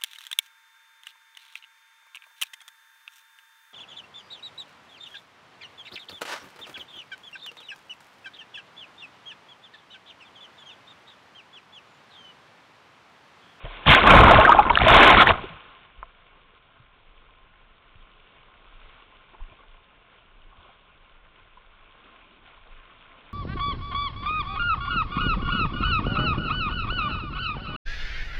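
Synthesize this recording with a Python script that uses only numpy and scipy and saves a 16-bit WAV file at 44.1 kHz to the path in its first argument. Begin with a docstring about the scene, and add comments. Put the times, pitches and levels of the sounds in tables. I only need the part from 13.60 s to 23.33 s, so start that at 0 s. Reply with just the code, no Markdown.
"""A river rapid, heard from a small camera in a waterproof housing on a kayak's paddler.
A wave breaks over the camera: crowds of ringing bubbles, gulping pockets and low pressure lumps overload
the narrow-band recorder. The water drains off in a fading rush. Then the river, bands of flickering noise
and bubble fizz, goes on with splashes of ringing bubbles, thumps and a drop of dying sines,
low-noise wind and a gurgle along the bow."""
import sys
import numpy as np
from scipy import signal
from scipy.io import wavfile

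SR = 44100
rng = np.random.default_rng(int(sys.argv[2]) if len(sys.argv) > 2 else 0)


def master_out(mix):
    """Clip the mix to full scale and print it as 16-bit PCM to the path in sys.argv[1]."""
    frames = np.transpose(np.atleast_2d(mix))
    ceiling = np.clip(frames, -1, 1)
    pcm = np.round(ceiling * 32767).astype(np.int16)
    wavfile.write(sys.argv[1], SR, pcm)


N = 429093

# Masses of water hitting the case: the crest, the plunge, surfacing, two last slaps.
# Each row: start of full force, rise, hold and fade in seconds,
# churn level in dB, froth level in dB (both before their mix trims).
WATER_SURGES = [(.29, .065, .037, 0.32, -14, -11), (0.489, 0.18, .215, 0.57, -10, -16.5),
                (1.35, .21, .13, 0.3, -9.5, -11), (1.598, .24, 0.024, 0.061, -12.5, -13),
                (1.682, .05, 0.012, 0.08, -16.5, -16.5)]
DRAIN_S = 1.718   # water starts to run off the case


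def from_db(db):
    """Decibels to gain."""
    return 10 ** (np.asarray(db) / 20)


def rms_one(x):
    """Scale to unit power."""
    return x / np.sqrt(np.mean(x ** 2) + 1e-20)


def at_hz(points, hz):
    """Read a spectrum's level in dB on a log-frequency axis."""
    table_hz, table_db = np.array(points).T
    return np.interp(np.log(hz), np.log(table_hz), table_db)


def drift(rate_hz):
    """Smooth random wander of rms 1: noise through two equal low-pass poles at the given rate."""
    step = 40   # samples between the points of the slow curve
    r = np.exp(-2 * np.pi * rate_hz * step / SR)
    noise = rng.standard_normal(N // step + 2002)
    slow = signal.lfilter([1], [1, -2 * r, r * r], noise)[2000:]   # skip the filter's start-up
    return np.interp(np.arange(N) / step, np.arange(len(slow)), rms_one(slow))


def surge(s, rise, hold, fade):
    """Attack, hold, release as a gain; rise and fade are the seconds taken for 20 dB."""
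    t = np.arange(N) / SR - s
    before = np.maximum(-t / rise, 0)
    after = np.maximum((t - hold) / fade, 0)
    return from_db(-20 * np.minimum(before + after, 10))


def swells(rows, steady_db=-120):
    """Bell-shaped swells add their power to a steady level; a gain per sample."""
    t = np.arange(N) / SR
    power = from_db(steady_db) ** 2
    for s, db, width in rows:
        power = power + from_db(db) ** 2 / (1 + ((t - s) / width) ** 2 / 2) ** 4
    return np.sqrt(power)


def add(out, s, sound):
    """Mix a short sound in at a time in seconds."""
    start = max(round(s * SR), 0)
    out[start:start + len(sound)] += sound[:N - start]


def ping(hz, t60, glide=0.0, swell=0.0):
    """A dying sine; it builds up over `swell` cycles, and its pitch rises by the share `glide` in t60."""
    t = np.arange(int(1.5 * t60 * SR)) / SR
    onset = 1 - np.exp(-t * hz / max(swell, 1e-3))
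    decay = from_db(-60 * t / t60)
    cycles = hz * t * (1 + glide * t / t60 / 2)
    return onset * decay * np.sin(2 * np.pi * cycles)


def turbulence(spectrum, patchy_db, flicker, count):
    """Bands of noise, each flickering on its own at about `flicker` Hz; rms 1."""
    edges = np.geomspace(spectrum[0][0], spectrum[-1][0], count + 1)
    white, out = rng.standard_normal((2, N)), 0
    for k, (low, high) in enumerate(zip(edges, edges[1:])):
        band_pass = signal.butter(2, [low, high], "band", fs=SR, output="sos")
        band = signal.sosfilt(band_pass, white[k % 2])   # neighbouring bands use separate noises
        level_db = at_hz(spectrum, np.sqrt(low * high)) + patchy_db * drift(flicker)
        out = out + band * from_db(level_db)
    return rms_one(out)


def bubbles(spectrum, per_s, cycles, spread_db, count):
    """Random-sized bubbles excite resonators that die 60 dB in `cycles`; power holds steady at any rate."""
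    out, odds = 0, np.broadcast_to(per_s / count / SR, N)
    for hz in np.geomspace(spectrum[0][0], spectrum[-1][0], count):
        draw = rng.random(N) / odds
        born = np.flatnonzero(draw < 1)
        size = from_db(spread_db * np.minimum(-np.log(draw[born]), 3))
        kicks = np.full(N, 1e-18)
        kicks[born] = size * (-1) ** born / np.sqrt(odds[born])   # rarer bubbles ring louder
        r, w = from_db(-60 * hz / (cycles * SR)), 2 * np.pi * hz / SR
        rings = signal.lfilter([1, 0, -1], [1, -2 * r * np.cos(w), r * r], kicks)
        out = out + rms_one(rings) * np.sqrt(hz) * from_db(at_hz(spectrum, hz))
    return rms_one(out)


def housing(x):
    """The closed plastic case colours sound passing through it with resonant peaks and dips."""
    # Each row: centre in Hz, nominal width in Hz, boost or cut in dB.
    resonances = [(412, 90, 2), (675, 50, 4), (1057, 69, 9.5), (1430, 220, 3), (1670, 140, -2.5),
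                  (1900, 400, -6), (2250, 110, 2.5)]
    for hz, width_hz, db in resonances:
        b, a = signal.iirpeak(hz, hz / (width_hz * from_db(-db / 2)), fs=SR)
        x = x + (from_db(db) - 1) * signal.lfilter(b, a, x)
    return x


def river():
    """A noise rush and bubble fizz; whitecaps and the run-off swell all but the steady bass."""
    # Spectrum of the rapid. Each row: frequency in Hz, relative level in dB per Hz.
    rush_spectrum = [(55, 2.5), (110, 2), (200, -2), (330, -5), (480, -2), (750, -4), (1200, 0),
                     (2000, 0.5), (3000, -2.5), (3500, -3), (4200, -7.5)]
    # Whitecaps passing the boat. Each row: nearest moment in seconds, level in dB, half width in seconds.
    whitecaps = [(.2, -40.5, .2), (2.75, -60.5, 0.13), (4.7, -59.5, .15), (5.35, -56, 0.56),
                 (6.1, -64, 0.28), (6.53, -57, .08), (7.05, -55.5, 0.087), (7.8, -60, 0.074),
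                 (8.55, -56, 0.35), (8.89, -53.5, 0.058), (9.55, -54.5, 0.55)]
    river_db, bass_db, bass_top_hz = -58, -57, 230
    drain_db, drain_hold_s, drain_fade_s = -39.5, .067, .59
    rush = turbulence(rush_spectrum, patchy_db=1.2, flicker=9, count=13)
    fizz = bubbles(rush_spectrum, per_s=1300, cycles=8.7, spread_db=6.5, count=24)
    water = from_db(-1.0) * rush + from_db(-6.0) * fizz
    bass = signal.sosfilt(signal.butter(1, bass_top_hz, fs=SR, output="sos"), water)
    run_off = from_db(drain_db) * surge(DRAIN_S, rise=.037, hold=drain_hold_s, fade=drain_fade_s)
    level = np.hypot(swells(whitecaps, river_db), run_off)
    lapping = from_db(.4 * drift(5))
    return lapping * (level * (water - bass) + from_db(bass_db) * bass)


def wind():
    """Low, lumpy pressure of air on the case: flickering noise under a steady breeze with gusts."""
    # Each row: frequency in Hz, relative level in dB per Hz ahead of the low-pass.
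    gust_spectrum = [(18, 10), (32, -0.5), (50, -12.5), (80, -19), (130, -25.5)]
    # Each row: peak time in seconds, level in dB, half width in seconds.
    gusts = [(2.4, -52, 0.087), (3.75, -55.5, 0.52), (4.4, -51.5, .06), (5.2, -50, .16), (6.1, -50.5, .08),
             (6.85, -51.5, 0.15), (7.8, -57, 0.72), (9.13, -52, 0.18)]
    breeze_db = -62.5
    air = turbulence(gust_spectrum, patchy_db=-0.5, flicker=6.5, count=4)
    lumps = signal.sosfilt(signal.butter(2, 75, fs=SR, output="sos"), air)
    return swells(gusts, breeze_db) * lumps


def hull():
    """Water gurgles along the hollow bow as it pushes through a wave: low ringing bubbles in swells."""
    # Each row: frequency in Hz, relative level in dB per Hz.
    gurgle_spectrum = [(180, -3.5), (260, 1), (370, -6)]
    # Each row: peak time in seconds, level in dB, half width in seconds.
    bow_wave = [(8.49, -63, .06), (8.72, -63, 0.083)]
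    return swells(bow_wave) * bubbles(gurgle_spectrum, per_s=250, cycles=20, spread_db=0.5, count=10)


def splashes():
    """Paddle blade and bow throw up clouds of bubbles that swell quickly and die away."""
    # Each row: start in seconds, level in dB before the mix trim, length in seconds (peak at a third).
    splash_rows = [(0.044, -30.5, 0.029), (5.42, -47, 0.013), (5.732, -44, 0.023), (5.793, -42, .017),
                   (5.876, -47, 0.028), (5.918, -46, 0.02), (5.968, -53, 0.093), (6.908, -53, 0.14),
                   (7.048, -54, 0.078), (7.759, -56, .03), (7.97, -51, .02), (8.273, -52.5, 0.016),
                   (8.345, -53, 0.028), (8.871, -53, 0.026), (8.963, -49.5, .018), (9.291, -51, 0.07)]
    # Each row: frequency in Hz, relative level in dB per Hz.
    splash_spectrum = [(250, -3.5), (450, -3), (700, 0), (1150, 5), (1700, -6), (3500, -11)]
    t, cloud = np.arange(SR) / SR, np.zeros(N)
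    for s, db, length in splash_rows:
        age = 3 * t / length
        add(cloud, s, from_db(db) * age * np.exp(1 - age))
    spray = bubbles(splash_spectrum, per_s=600, cycles=67, spread_db=4.0, count=22)
    return from_db(-5.0) * cloud * spray


def knocks():
    """Dull bumps of water, boat and paddle are low dying sines; a drop rings the case's own modes."""
    # Each row: start in seconds, level in dB, pitch in Hz, time to fall 60 dB in seconds.
    thumps = [(0.043, -27.5, 118, 0.07), (0.035, -29.5, 34, 0.48), (1.7, -11, 48.4, 0.098),
              (1.903, -39.5, 162.5, 0.19), (2.377, -38.5, 45.54, 0.31), (3.199, -44, 120.8, 0.1),
              (4.355, -40.5, 91.8, 0.065), (5.806, -20.5, 25.6, 0.16), (5.803, -35, 69, 0.11),
              (5.916, -41.5, 96, 0.053), (6.98, -46, 77.6, .18)]
    # A drop hits the case: start in seconds, level in dB.
    drop_s, drop_db = (2.4285, -32.5)
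    # Ringing modes of the case. Each row: pitch in Hz, level in dB relative to the drop,
    # time to fall 60 dB in seconds.
    shell_modes = [(687, -9, 0.075), (1060, 7.5, 0.028), (1240, 10.5, 0.013), (1464, -24, .018),
                   (2160, -4.5, 0.015)]
    out = np.zeros(N)
    for s, db, hz, t60 in thumps:
        add(out, s, from_db(db) * ping(hz, t60, swell=0.22))
    for hz, db, t60 in shell_modes:
        add(out, drop_s, from_db(drop_db + db) * ping(hz, t60, swell=0.54))
    return out


def small_gulps():
    """Lesser air pockets ring at random from the first surge to the last, each for as many cycles."""
    per_s, cycles = 16, 30
    mean_db, spread_db, low_hz, high_hz = -23.5, 3.5, 650, 3500
    first, last = WATER_SURGES[0][0], WATER_SURGES[-1][0]
    out = np.zeros(N)
    for when, pitch, size in rng.random((int(per_s * (last - first)), 3)):
        hz = low_hz * (high_hz / low_hz) ** pitch
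        db = mean_db + spread_db * (2 * size - 1)
        add(out, first + when * (last - first), from_db(db) * ping(hz, cycles / hz, glide=.1, swell=.7))
    return out


def gulps():
    """A large air pocket pinches off and rings against the case; three smaller pieces ring around it."""
    # Each row: start in seconds, level in dB, pitch in Hz, time to fall 60 dB in seconds.
    pockets = [(.266, -11.5, 3000, .007), (.316, -6.5, 2150, 0.03), (0.348, 4.5, 1524, .016),
               (0.47, 1.5, 1164, 0.031), (0.494, -3, 1360, 0.058), (.504, -3, 2395, .043),
               (.669, -6.5, 935, 0.042), (.695, -10, 885, 0.13), (.708, 4.5, 670, 0.044),
               (.754, -4.5, 1550, 0.016), (.786, -3, 630, 0.079), (.811, -10, 2705, .021),
               (0.849, 0.5, 1555, 0.035), (0.872, -11, 1253, .13), (.892, 2, 937, .06),
               (0.92, 3, 1205, 0.038), (.947, 0.5, 700, 0.023), (.988, 3.5, 826, 0.057),
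               (1.056, -21, 1380, 0.06), (1.097, -10, 2204, 0.026), (1.101, -3.5, 935, 0.042),
               (1.154, -0.5, 2803, 0.0087), (1.173, 3, 1330, 0.014), (1.187, -4.5, 3620, 0.0062),
               (1.216, 0, 730, 0.018), (1.216, -8, 2390, 0.013), (1.267, -4.5, 640, 0.077),
               (1.281, -8, 3520, .02), (1.296, -4, 1323, .06), (1.597, -3.5, 1386, 0.081),
               (1.62, 0, 1300, .03), (1.671, 6, 1795, .008), (1.691, -2.5, 2720, 0.0096),
               (1.696, -10, 650, 0.057), (1.706, 4, 1105, 0.014), (1.838, -24.5, 377, .055)]
    out = np.zeros(N)
    pieces = rng.random((len(pockets), 3, 2))
    for (s, db, hz, t60), draws in zip(pockets, pieces):
        add(out, s, from_db(db) * ping(hz, t60, glide=0.063, swell=0.96))
        for when, pitch in draws:
            piece = ping(hz * (.8 + .6 * pitch), .6 * t60, glide=0.14, swell=0.41)
            add(out, s + t60 * (.3 * when - .05), from_db(db - 8.5) * piece)
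    return out


def wave():
    """Water tumbles on the case: big bubbles, fine froth, pressure lumps; harder churning makes more bubbles."""
    # Three spectra. Each row: frequency in Hz, relative level in dB per Hz.
    churn_spectrum = [(200, -4), (400, -7.5), (700, -3.5), (900, -0.5), (1070, -4.5), (1300, -1),
                      (1700, -9)]
    froth_spectrum = [(1700, 6.5), (2000, 6), (2300, -0.5), (3000, -4), (3600, -3), (4200, -0.5)]
    buffet_spectrum = [(22, 0), (40, 0.5), (70, -2.5), (130, -5.5), (200, -12)]
    # Slugs of water shoving the case. Each row: peak time in seconds, level in dB, half width in seconds.
    shoves = [(.292, -10.5, 0.02), (.59, -10.5, 0.081), (.77, -14.5, 0.029), (1.225, -23.5, .025),
              (1.335, -15.5, 0.047), (1.58, -24.5, 0.094), (1.71, -31.5, 0.028)]
    submerged_db = -32.5   # buffeting between the shoves
    wet_s = .268   # the wave closes over the case
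    froth_fade = 0.6   # share of the churn's fade time
    churn_gain = froth_gain = 0
    for s, rise, hold, fade, churn_db, froth_db in WATER_SURGES:
        churn_gain = np.maximum(churn_gain, from_db(churn_db) * surge(s, rise, hold, fade))
        froth_gain = np.maximum(froth_gain, from_db(froth_db) * surge(s, rise, hold, fade * froth_fade))
    churn = bubbles(churn_spectrum, per_s=350 + 9000 * churn_gain, cycles=23, spread_db=4.0, count=30)
    froth = bubbles(froth_spectrum, per_s=180 + 11000 * froth_gain, cycles=26, spread_db=4.5, count=20)
    buffet = turbulence(buffet_spectrum, patchy_db=3.0, flicker=75, count=5)
    lumps = from_db(.5 * drift(60))
    wet = surge(wet_s, rise=.014, hold=DRAIN_S - wet_s, fade=0.19)
    water = from_db(-2.4) * churn_gain * churn
    water = water + from_db(0.42) * froth_gain * froth
    water = water + swells(shoves, submerged_db) * buffet
    return lumps * wet * water


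def scene():
    """Wave, river, splashes and bow pass through the case; gulps, knocks and wind act on it directly."""
    through_case = housing(wave() + river() + splashes() + hull())
    on_case = gulps() + knocks() + wind() + small_gulps()
    return (through_case + on_case)[None]


def record(dry):
    """A slowly sampled narrow band overloads; smoothed back, peaks beyond full scale clip and crackle."""
    band_hz, low_cut_hz, slow_rate_hz, cutoff_hz = 3793, 5.7, 8000, 15600
    overload, full_scale = 0.7, 0.69   # amplitudes
    coupled = signal.sosfilt(signal.butter(1, low_cut_hz, "high", fs=SR, output="sos"), dry)
    narrow = signal.sosfilt(signal.butter(12, band_hz, fs=SR, output="sos"), coupled)
    slow = signal.resample_poly(narrow, slow_rate_hz, SR, axis=-1)
    driven = slow / (1 + (slow / overload) ** 6) ** (1 / 6)   # soft limit
    smooth = signal.resample_poly(driven, SR, slow_rate_hz, axis=-1)[:, :N]
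    smoother = signal.firwin(301, 4350, window=("kaiser", 9), fs=SR)
    smooth = signal.fftconvolve(smooth, smoother[None], "same", axes=-1)
    clipped = np.clip(smooth, -full_scale, full_scale)
    return signal.sosfilt(signal.ellip(10, .1, 80, cutoff_hz, fs=SR, output="sos"), clipped)


dry = scene()
out = record(dry)
master_out(out)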